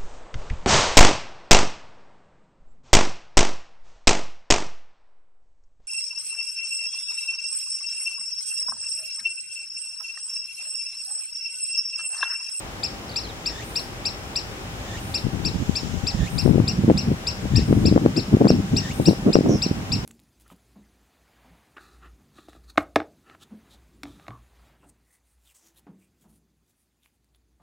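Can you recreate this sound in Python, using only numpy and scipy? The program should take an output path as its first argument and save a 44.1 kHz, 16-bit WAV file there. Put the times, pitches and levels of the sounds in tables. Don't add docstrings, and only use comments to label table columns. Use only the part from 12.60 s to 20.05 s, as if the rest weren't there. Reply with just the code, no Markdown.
import sys
import numpy as np
from scipy import signal
from scipy.fft import rfft, irfft, next_fast_len
from scipy.io import wavfile
from scipy.ndimage import uniform_filter1d, map_coordinates

SR = 44100
rng = np.random.default_rng(int(sys.argv[2]) if len(sys.argv) > 2 else 0)


def transcribe(signal):
    frames = np.atleast_2d(signal).T
    limited = np.clip(frames, -1, 1)
    pcm = np.round(limited * 32767).astype(np.int16)
    wavfile.write(sys.argv[1], SR, pcm)


N = 328528
TOP_HZ = 15848

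# f/Hz, relative level/dB
HUSH_COLOUR = [(20, -19), (47, 0), (70, -5.5), (105, -2.5), (160, -10), (290, -10.5), (780, -15),
               (3000, -21.5), (4250, -27), (5200, -26.5), (7000, -29), (11000, -38.5), (15800, -40.5)]
# f/Hz, left-right likeness/ratio
HUSH_LIKENESS = [(60, 0.82), (180, 0.93), (550, 0.6), (1650, -0.36), (4970, -0.36), (15000, 0.11)]
# f/Hz, width/Hz, level/dB
INSECT_BANDS = [(5230, 230, -57.5)]

# t/s, relative whine level/dB, hiss level/dB
CICADA_PHRASES = [(1.034, -42, -49), (2.39, -42, -50.5), (3.688, -40, -48.5), (5.04, -42.5, -54),
                  (6.323, -39, -48)]
# t/s, f/Hz
WHINE_BEND = [(-.2, 2020), (-.07, 1782), (-.03, 1850), (-.018, 2150), (-.005, 2700), (.01, 2850)]
# f/fundamental, relative level/dB
WHINE_PARTIALS = [(1, 3), (2, -.5)]
# f/fundamental, relative level/dB
HISS_LINES = [(2, -6), (5, -4), (7, -9)]
# f/Hz, relative level/dB
RASP_COLOUR = [(2400, -20), (2900, -6), (3400, -6.5), (4500, -12), (5800, -6.5), (7300, -6), (8300, -19),
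               (10000, -27)]
# f/Hz, relative level/dB
HISS_COLOUR = [(5000, -14), (7000, -11), (8600, 9), (9500, -1), (11000, -5), (13200, -1), (15800, -8)]
# t/s, level/dB
CHORUS_SWELL = [(1.8, -66), (2.3, -61), (3.3, -46), (3.9, -60), (5.4, -52.5), (7.4, -53)]

# t/s, length/s, start f/Hz, middle f/Hz, end f/Hz, relative level/dB
TWITTER_SLURS = [(0.474, 0.012, 5100, 5280, 5100, -45), (0.492, .015, 3600, 4780, 4500, -39),
                 (0.513, 0.015, 3580, 4450, 4600, -38), (0.529, 0.02, 3350, 4020, 4750, -43),
                 (.595, .037, 5530, 5420, 4900, -40), (0.633, 0.025, 4880, 4280, 3950, -37),
                 (.66, 0.021, 3750, 3180, 3000, -47), (.684, .008, 4550, 4160, 3800, -40),
                 (0.691, .026, 3860, 3600, 2900, -43.5)]

# t/s, relative rumble level/dB
BREEZE_SWELL = [(1.9, -73), (2.1, -46), (2.5, -38.5), (3.6, -40), (4.1, -20), (4.4, -29), (4.62, -37),
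                (4.78, -39), (5.05, -22), (5.4, -26), (5.64, -32), (6.05, -25.5), (6.35, -30.5), (6.6, -29),
                (6.95, -23), (7.24, -32.5), (7.45, -38)]
# t/s, hold/s, relative rumble level/dB, relative flutter level/dB, pan left/dB
GUST_CUES = [(2.647, 0.021, -26, -40, 19), (2.737, 0.15, -28.5, -33.5, 16), (2.946, 0.081, -26.5, -35, -14),
             (3.09, 0.0076, -19.5, -47, 27), (3.228, 0.16, -30.5, -45, 24), (3.438, 0.018, -23, -42, 18),
             (3.548, 0.088, -23, -37.5, -10.5), (3.741, 0.11, -24, -56, 29),
             (3.856, 0.078, -15.5, -21.5, 17), (3.927, 0.071, -17, -23.5, 10.5),
             (4.184, 0.094, -20.5, -31, -5.5), (4.282, 0.033, -21.5, -18, 4), (4.336, 0.042, -16, -36, -4),
             (4.476, 0.046, -20.5, -29, 3.5), (4.83, 0.034, -21, -32, 6.5), (4.91, 0.082, -17.5, -45, 7),
             (5.088, 0.2, -16, -21.5, 5), (5.32, 0.061, -16, -21.5, 5), (5.416, 0.055, -20, -19.5, 3),
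             (5.566, 0.0079, -18, -18.5, 3), (5.729, 0.015, -17, -21, 3), (5.81, 0.052, -19.5, -16, 3),
             (5.912, 0.09, -20, -27, 3), (6.134, 0.028, -15.5, -23, 1), (6.396, 0.012, -22, -23.5, 4.5),
             (6.473, 0.02, -13, -17.5, 3.5), (6.665, 0.031, -19, -17.5, -1.5),
             (6.758, 0.015, -13, -14.5, 6.5), (6.839, 0.08, -23.5, -19, -2.5), (6.938, 0.014, -29, -23, -6),
             (7.066, 0.12, -32, -35, -10), (7.3, 0.083, -24.5, -37, -3), (7.438, .02, -18.5, -29, 0)]
# f/Hz, relative level/dB
RUMBLE_COLOUR = [(20, -6), (32, -12), (45, -5), (75, -1), (120, 3), (200, 1), (260, -8), (340, -26.5),
                 (500, -26.5), (900, -92)]
# f/Hz, relative level/dB
FLUTTER_COLOUR = [(130, -44), (220, -5), (290, -4), (400, -10.5), (520, -25), (700, -24), (1100, -76)]
# f/Hz, relative level/dB
SPUTTER_COLOUR = [(300, -12), (470, 1), (630, -4), (800, -8), (1100, -9), (1600, -21), (3000, -70)]
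# t/s, level/dB
BASS_RIDE = [(2.6, 9), (3.6, 6), (4.3, -8), (4.7, 10.5), (5.4, -2), (5.7, -17), (6.3, 1), (6.7, -31),
             (7.3, 0)]
# t/s, relative level/dB, nominal f/Hz
EDDY_HITS = [(2.669, -8.5, 218), (3.096, -3.5, 158), (3.234, -15, 188), (3.343, -14.5, 176),
             (3.447, -15.5, 150), (3.862, -0.5, 280), (3.878, -4.5, 350), (3.893, -9, 250),
             (3.947, -9, 280), (3.959, -2, 200), (3.982, -2.5, 290), (4.002, -4, 200), (4.238, -7, 210),
             (4.247, -5, 173), (4.281, -4, 210), (4.29, -2.5, 186), (4.3, 2, 390), (4.306, 1.5, 303),
             (4.316, 0.5, 220), (4.518, -8, 260), (4.855, -13, 218), (4.938, -9, 169), (4.983, -2, 148),
             (4.993, -6.5, 199), (5.111, -3.5, 219), (5.128, 1, 286), (5.256, -1, 210), (5.316, -3, 156),
             (5.326, -1.5, 256), (5.362, 1.5, 264), (5.366, -0.5, 245), (5.378, -3, 560), (5.453, -6, 260),
             (5.462, 3, 307), (5.58, -8, 258), (5.741, 0, 151), (5.749, 0.5, 180), (5.77, -5, 256),
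             (5.814, 1.5, 315), (5.821, -3, 360), (5.846, -8, 540), (5.855, -1, 306), (5.87, -4.5, 600),
             (5.905, 5, 340), (5.921, -4.5, 200), (6.4, -3, 300), (6.477, -3.5, 260), (6.486, 1, 303),
             (6.511, -7.5, 370), (6.532, -9, 303), (6.756, 9.5, 345), (6.768, -1, 360), (6.789, 0.5, 247),
             (6.81, -3, 256), (6.862, -13, 480), (6.895, -4.5, 304), (6.955, -6.5, 230), (7.065, -7, 196),
             (7.114, -5, 178)]

# t/s, relative level/dB, top f/Hz, onset accent/dB
PIPING_NOTES = [(.2284, -20.5, 2735, 6.5), (0.555, -20, 2746, 5), (0.8542, -19, 2747, 3),
                (1.153, -18.5, 2783, 4.5), (1.449, -18.5, 2767, 4.5), (1.7533, -19, 2782, 6),
                (2.5381, -18.5, 2762, 3), (2.845, -19.5, 2743, 3), (3.1505, -19.5, 2726, 4.5),
                (3.4643, -20, 2750, 6), (3.777, -20.5, 2762, 4.5), (4.0731, -20, 2820, 8),
                (4.370, -21, 2823, 5), (4.665, -19.5, 2787, 6.5), (4.953, -18, 2777, 5),
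                (5.2512, -19, 2740, 4.5), (5.559, -20.5, 2730, 0), (5.874, -20.5, 2770, 0),
                (6.161, -18, 2844, 5.5), (6.4517, -19, 2823, 5), (6.725, -20, 2824, 8.5),
                (7.016, -18, 2805, 5.5), (7.315, -18.5, 2766, 5)]
NOTE_ARCH = [(0, .72), (.13, .62), (.25, .84), (.4, .892), (.64, .94), (.76, .988), (1, 1), (1.2, .97),
             (1.65, .77), (2, .66)]
# stage,
# relative level/dB
OCTAVE_VOICING = [(.1, -1), (.58, -.5), (.69, -3.5), (.8, 2.5), (1, .8), (1.32, -4.5), (1.55, -1.5),
                  (2, -6)]
# f/fundamental, relative level/dB
UPPER_PARTIALS = [(3, -12.5), (4, -24), (5, -39)]
# f/Hz, relative level/dB
UPPER_COLOUR = [(5600, -10), (6900, -9), (7350, 2), (7750, 2), (8100, -12), (9400, -4), (10500, -2),
                (11200, -17), (14000, 11)]


def amp(db):
    return 10 ** (np.asarray(db) / 20)


def unit(x):
    return x / np.sqrt(np.mean(x ** 2) + 1e-20)


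def along(points, hz):
    f, v = np.transpose(points)
    return np.interp(np.log(hz + 1), np.log(f + 1), v)


def curves(rows, t):
    s, *cols = np.transpose(rows)
    return [np.interp(t, s, c) for c in cols]


def wobble(rate, size):
    knots = rng.standard_normal(int(size * rate / SR) + 4)
    return map_coordinates(knots, [np.arange(size) * rate / SR])


def envelope_db(t, hold, attack, release):
    return -20 * (np.maximum(-t, 0) / attack + np.maximum(t - hold, 0) / release)


def filtered(x, response):
    size = next_fast_len(N + 8192)
    return irfft(rfft(x, size) * response(np.fft.rfftfreq(size, 1 / SR)), size)[..., :N]


def noise(colour, likeness):
    def mid_side_eq(hz):
        width = np.arccos(np.clip(along(likeness, hz), -1, 1)) / 2
        return amp(along(colour, hz)) * [np.cos(width), np.sin(width)]
    mid, side = filtered(rng.standard_normal((2, N)), mid_side_eq)
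    return unit(np.array([mid + side, mid - side]))


def phase_of(hz):
    return 2 * np.pi * np.cumsum(hz) / SR


def panned(x, pan_db):
    return x * amp([[pan_db / 2], [-pan_db / 2]])


def add(track, s, x):
    i = max(round(s * SR), 0)
    track[:, i:i + x.shape[1]] += x[:, :max(N - i, 0)]


def scattered(x, wet_db, t60, early_db=0, early_t60=.016):
    t = np.arange(SR // 2) / SR
    build_up = 1 - np.exp(-t / .0043)
    decay = (amp(-60 * t / t60) + amp(early_db - 60 * t / early_t60)) * build_up
    impulse = rng.standard_normal((2, len(t))) * decay / np.linalg.norm(decay) * amp(wet_db)
    impulse[:, 0] += 1
    return signal.fftconvolve(x[None], impulse, axes=1)


def hush():
    air = amp(-35 + .37 * wobble(1.28, N)) * noise(HUSH_COLOUR, HUSH_LIKENESS)
    for centre_hz, width_hz, db in INSECT_BANDS:
        band = lambda hz: 1 / (1 + ((hz - centre_hz) / width_hz * 2) ** 2)
        air += amp(db) * unit(filtered(rng.standard_normal((2, N)), band))
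    hum = amp(-49.5 + 1.2 * wobble(6, N)) * np.sin(phase_of(787 + 5 * wobble(40, N)))
    return panned(air + hum, pan_db=1.5)


def hoarse(hz, partials, rough, reach_hz):
    flutter = lambda: np.array([wobble(170, len(hz)) for side in range(2)])
    phase = phase_of(hz * (1 + rough * wobble(600, len(hz))))
    tone = 0
    for k, db in partials:
        gain = amp(db) / (1 + (k * hz / reach_hz) ** 12)
        fading = .75 + .47 * (flutter() + 1j * flutter())
        tone += gain * np.real(fading * np.exp(1j * round(k) * phase))
    return tone


def cicada():
    out, rasp_gain, hiss_gain = np.zeros((3, 2, N))
    t = np.arange(-.5, .45, 1 / SR)
    whine_env_db = -1.5 + envelope_db(t + .072, hold=.072, attack=.11, release=.018)
    rasp_env_db = -2 + envelope_db(t + .029, hold=.026, attack=.38, release=.031)
    hiss_env_db = envelope_db(t - .015, hold=.17, attack=.04, release=.13)
    whine_hz, = curves(WHINE_BEND, t)
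    hiss_hz = 1965 - 300 * np.exp(-np.maximum(t, 0) / .037)
    for turn_s, whine_db, hiss_db in CICADA_PHRASES:
        start_s = turn_s + t[0]
        whine = hoarse(whine_hz, WHINE_PARTIALS, rough=.042, reach_hz=4500)
        hiss_tone = hoarse(hiss_hz, HISS_LINES, rough=.02, reach_hz=TOP_HZ)
        add(out, start_s, amp(whine_db + whine_env_db) * whine)
        add(out, start_s, amp(hiss_db + hiss_env_db) * hiss_tone)
        add(rasp_gain, start_s, amp(whine_db + rasp_env_db)[None])
        add(hiss_gain, start_s, amp(hiss_db + hiss_env_db + wobble(134, len(t)))[None])
    chorus_gain = amp(curves(CHORUS_SWELL, np.arange(N) / SR)[0] + 2 * wobble(6, N))
    rasp = np.hypot(rasp_gain, chorus_gain) * noise(RASP_COLOUR, likeness=[(6000, .14)])
    hiss = hiss_gain * noise(HISS_COLOUR, likeness=[(10000, .12)])
    return out + rasp + hiss


def small_bird_twitter():
    out = np.zeros((2, N))
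    for s, length, start_hz, middle_hz, end_hz, db in TWITTER_SLURS:
        progress = np.linspace(0, 1, int(length * SR))
        hz = np.polyval(np.polyfit([0, .5, 1], [start_hz, middle_hz, end_hz], 2), progress)
        waver = wobble(430, len(progress))
        slur = amp(db + 2 + 2.5 * waver) * np.sin(phase_of(hz * (1 + .015 * waver)))
        fade = np.sqrt(np.abs(np.sin(np.pi * progress)))
        add(out, s, scattered(slur * fade, wet_db=-7, t60=.16))
    return out


def small_bird_buzz():
    start_s, start_hz, sag_hz_per_s, swing_hz, rate_hz = 6.892, 6330, 6900, 673, 100
    out, t = np.zeros((2, N)), np.arange(-.02, .12, 1 / SR)
    db = -38 + envelope_db(t, hold=.075, attack=.013, release=.04)
    swing = np.sin(phase_of(rate_hz * (1 + .04 * wobble(41, len(t)))))
    hz = start_hz - sag_hz_per_s * t + swing_hz * swing
    buzz = amp(db - 7.1 * swing) * np.sin(phase_of(hz))
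    add(out, start_s + t[0], scattered(buzz, wet_db=-3, t60=.15))
    return out


def airflow(t):
    rumble = amp(curves(BREEZE_SWELL, t)[0]) ** 2
    flutter, weighted_pan = rumble * amp(-13) ** 2, np.zeros(N)
    for s, hold, rumble_db, flutter_db, pan_db in GUST_CUES:
        near = slice(*np.searchsorted(t, [s - .2, s + hold + .3]))
        power = amp(envelope_db(t[near] - s, hold, attack=.015, release=.043)) ** 2
        rumble[near] += power * amp(rumble_db) ** 2
        flutter[near] += power * amp(flutter_db) ** 2
        weighted_pan[near] += power * amp(rumble_db) ** 2 * pan_db
    return 10 * np.log10(rumble), 10 * np.log10(flutter), weighted_pan / rumble


def turbulence(colour, likeness, smooth_s):
    pressure = noise(colour, [(200, likeness)])
    power = uniform_filter1d(np.mean(pressure ** 2, axis=0), int(smooth_s * SR))
    return pressure / np.sqrt(np.abs(power) + .078)


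def eddies():
    out, half_s = np.zeros((2, N)), .015
    t = np.arange(-half_s, half_s, 1 / SR)
    for s, db, hz in EDDY_HITS:
        u = 1.35 * np.pi * hz * t
        lean = .3 + .46 * rng.standard_normal()
        thump = (1 - 2 / np.cosh(u) ** 2 + lean * np.tanh(u) / np.cosh(u)) / np.cosh(u)
        add(out, s - half_s, amp(db - 1.5) * thump[None])
    return out


def windward(pressure, pan_db, t):
    port_db = pan_db * np.array([[1], [-1]])
    lead_s = .0002 * np.tanh(port_db / 2)
    shifted = [np.interp(t + dt, t, port) for dt, port in zip(lead_s, pressure)]
    gain = amp(port_db / 2)
    return gain / np.sqrt(np.mean(gain ** 2, axis=0)) * shifted


def wind():
    t, bass_edge_hz = np.arange(N) / SR, 93
    rumble_db, flutter_db, pan_db = airflow(t)
    puff_db = .5 + 4 * np.tanh(2 * wobble(42, N))
    sputter_db = 1.98 * (flutter_db + puff_db) - 3.5
    rumble = amp(rumble_db - 2 + puff_db) * turbulence(RUMBLE_COLOUR, likeness=.95, smooth_s=.0465)
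    flutter = amp(flutter_db - 1.5 + puff_db) * turbulence(FLUTTER_COLOUR, likeness=.62, smooth_s=.02)
    sputter = amp(sputter_db) * turbulence(SPUTTER_COLOUR, likeness=.43, smooth_s=.15)
    bass = filtered(rumble, lambda hz: 1 / (1 + (hz / bass_edge_hz) ** 6))
    rumble = rumble - bass + bass * amp(curves(BASS_RIDE, t)[0])
    return windward(rumble + flutter + sputter + eddies(), pan_db, t)


def sandpiper_note(db, top_hz, accent_db):
    t = np.arange(int(.065 * SR)) / SR
    top_s = .0243 + (top_hz - 2750) * .000026
    end_s = top_s + .025 + .0015 * rng.standard_normal()
    stage = np.interp(t, [0, top_s, end_s], [0, 1, 2])
    arch, = curves(NOTE_ARCH, stage)
    hz = top_hz * arch * (1 + .0037 * wobble(480, len(t)))
    phase = phase_of(hz)
    root = amp(-15 - 294 * (1 - arch) ** 2) * np.sin(phase)
    fall_db = 3.5 * rng.standard_normal() * np.maximum(stage - 1, 0)
    octave = amp(curves(OCTAVE_VOICING, stage)[0] + fall_db) * np.sin(2 * phase)
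    upper = sum(amp(level + along(UPPER_COLOUR, k * hz)) * np.sin(round(k) * phase)
                for k, level in UPPER_PARTIALS)
    upper *= amp(envelope_db(t - .0095, hold=.006, attack=.0095, release=.03))
    overtone_db = -3.5 + envelope_db(t - .0072, hold=.018, attack=.0072, release=.046)
    overtone_gain = amp(overtone_db + .58 * wobble(446, len(t)))
    gate = np.clip(np.minimum(t / .002, (end_s - t) / .004 + .5), 0, 1)
    push = gate * amp(db + 1 + accent_db * np.clip(1 - t / .02, -.4, .6))
    body = push * (overtone_gain * octave + root)
    edge = push * overtone_gain * upper
    return (scattered(body, wet_db=-6.3, t60=.38, early_db=4, early_t60=.11)
            + scattered(edge, wet_db=-7.5, t60=.3))


def sandpiper():
    out = np.zeros((2, N))
    for s, db, top_hz, accent_db in PIPING_NOTES:
        add(out, s, sandpiper_note(db, top_hz, accent_db))
    return panned(out, pan_db=5)


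def scene():
    return sandpiper() + small_bird_twitter() + small_bird_buzz() + cicada() + wind() + hush()


def record(dry):
    low_cut_hz = 32
    thinned = filtered(dry, lambda hz: hz ** 3 / np.sqrt(hz ** 6 + low_cut_hz ** 6))
    return filtered(np.clip(thinned, -.98, .98), lambda hz: hz < TOP_HZ)


dry = scene()
out = record(dry)
transcribe(out)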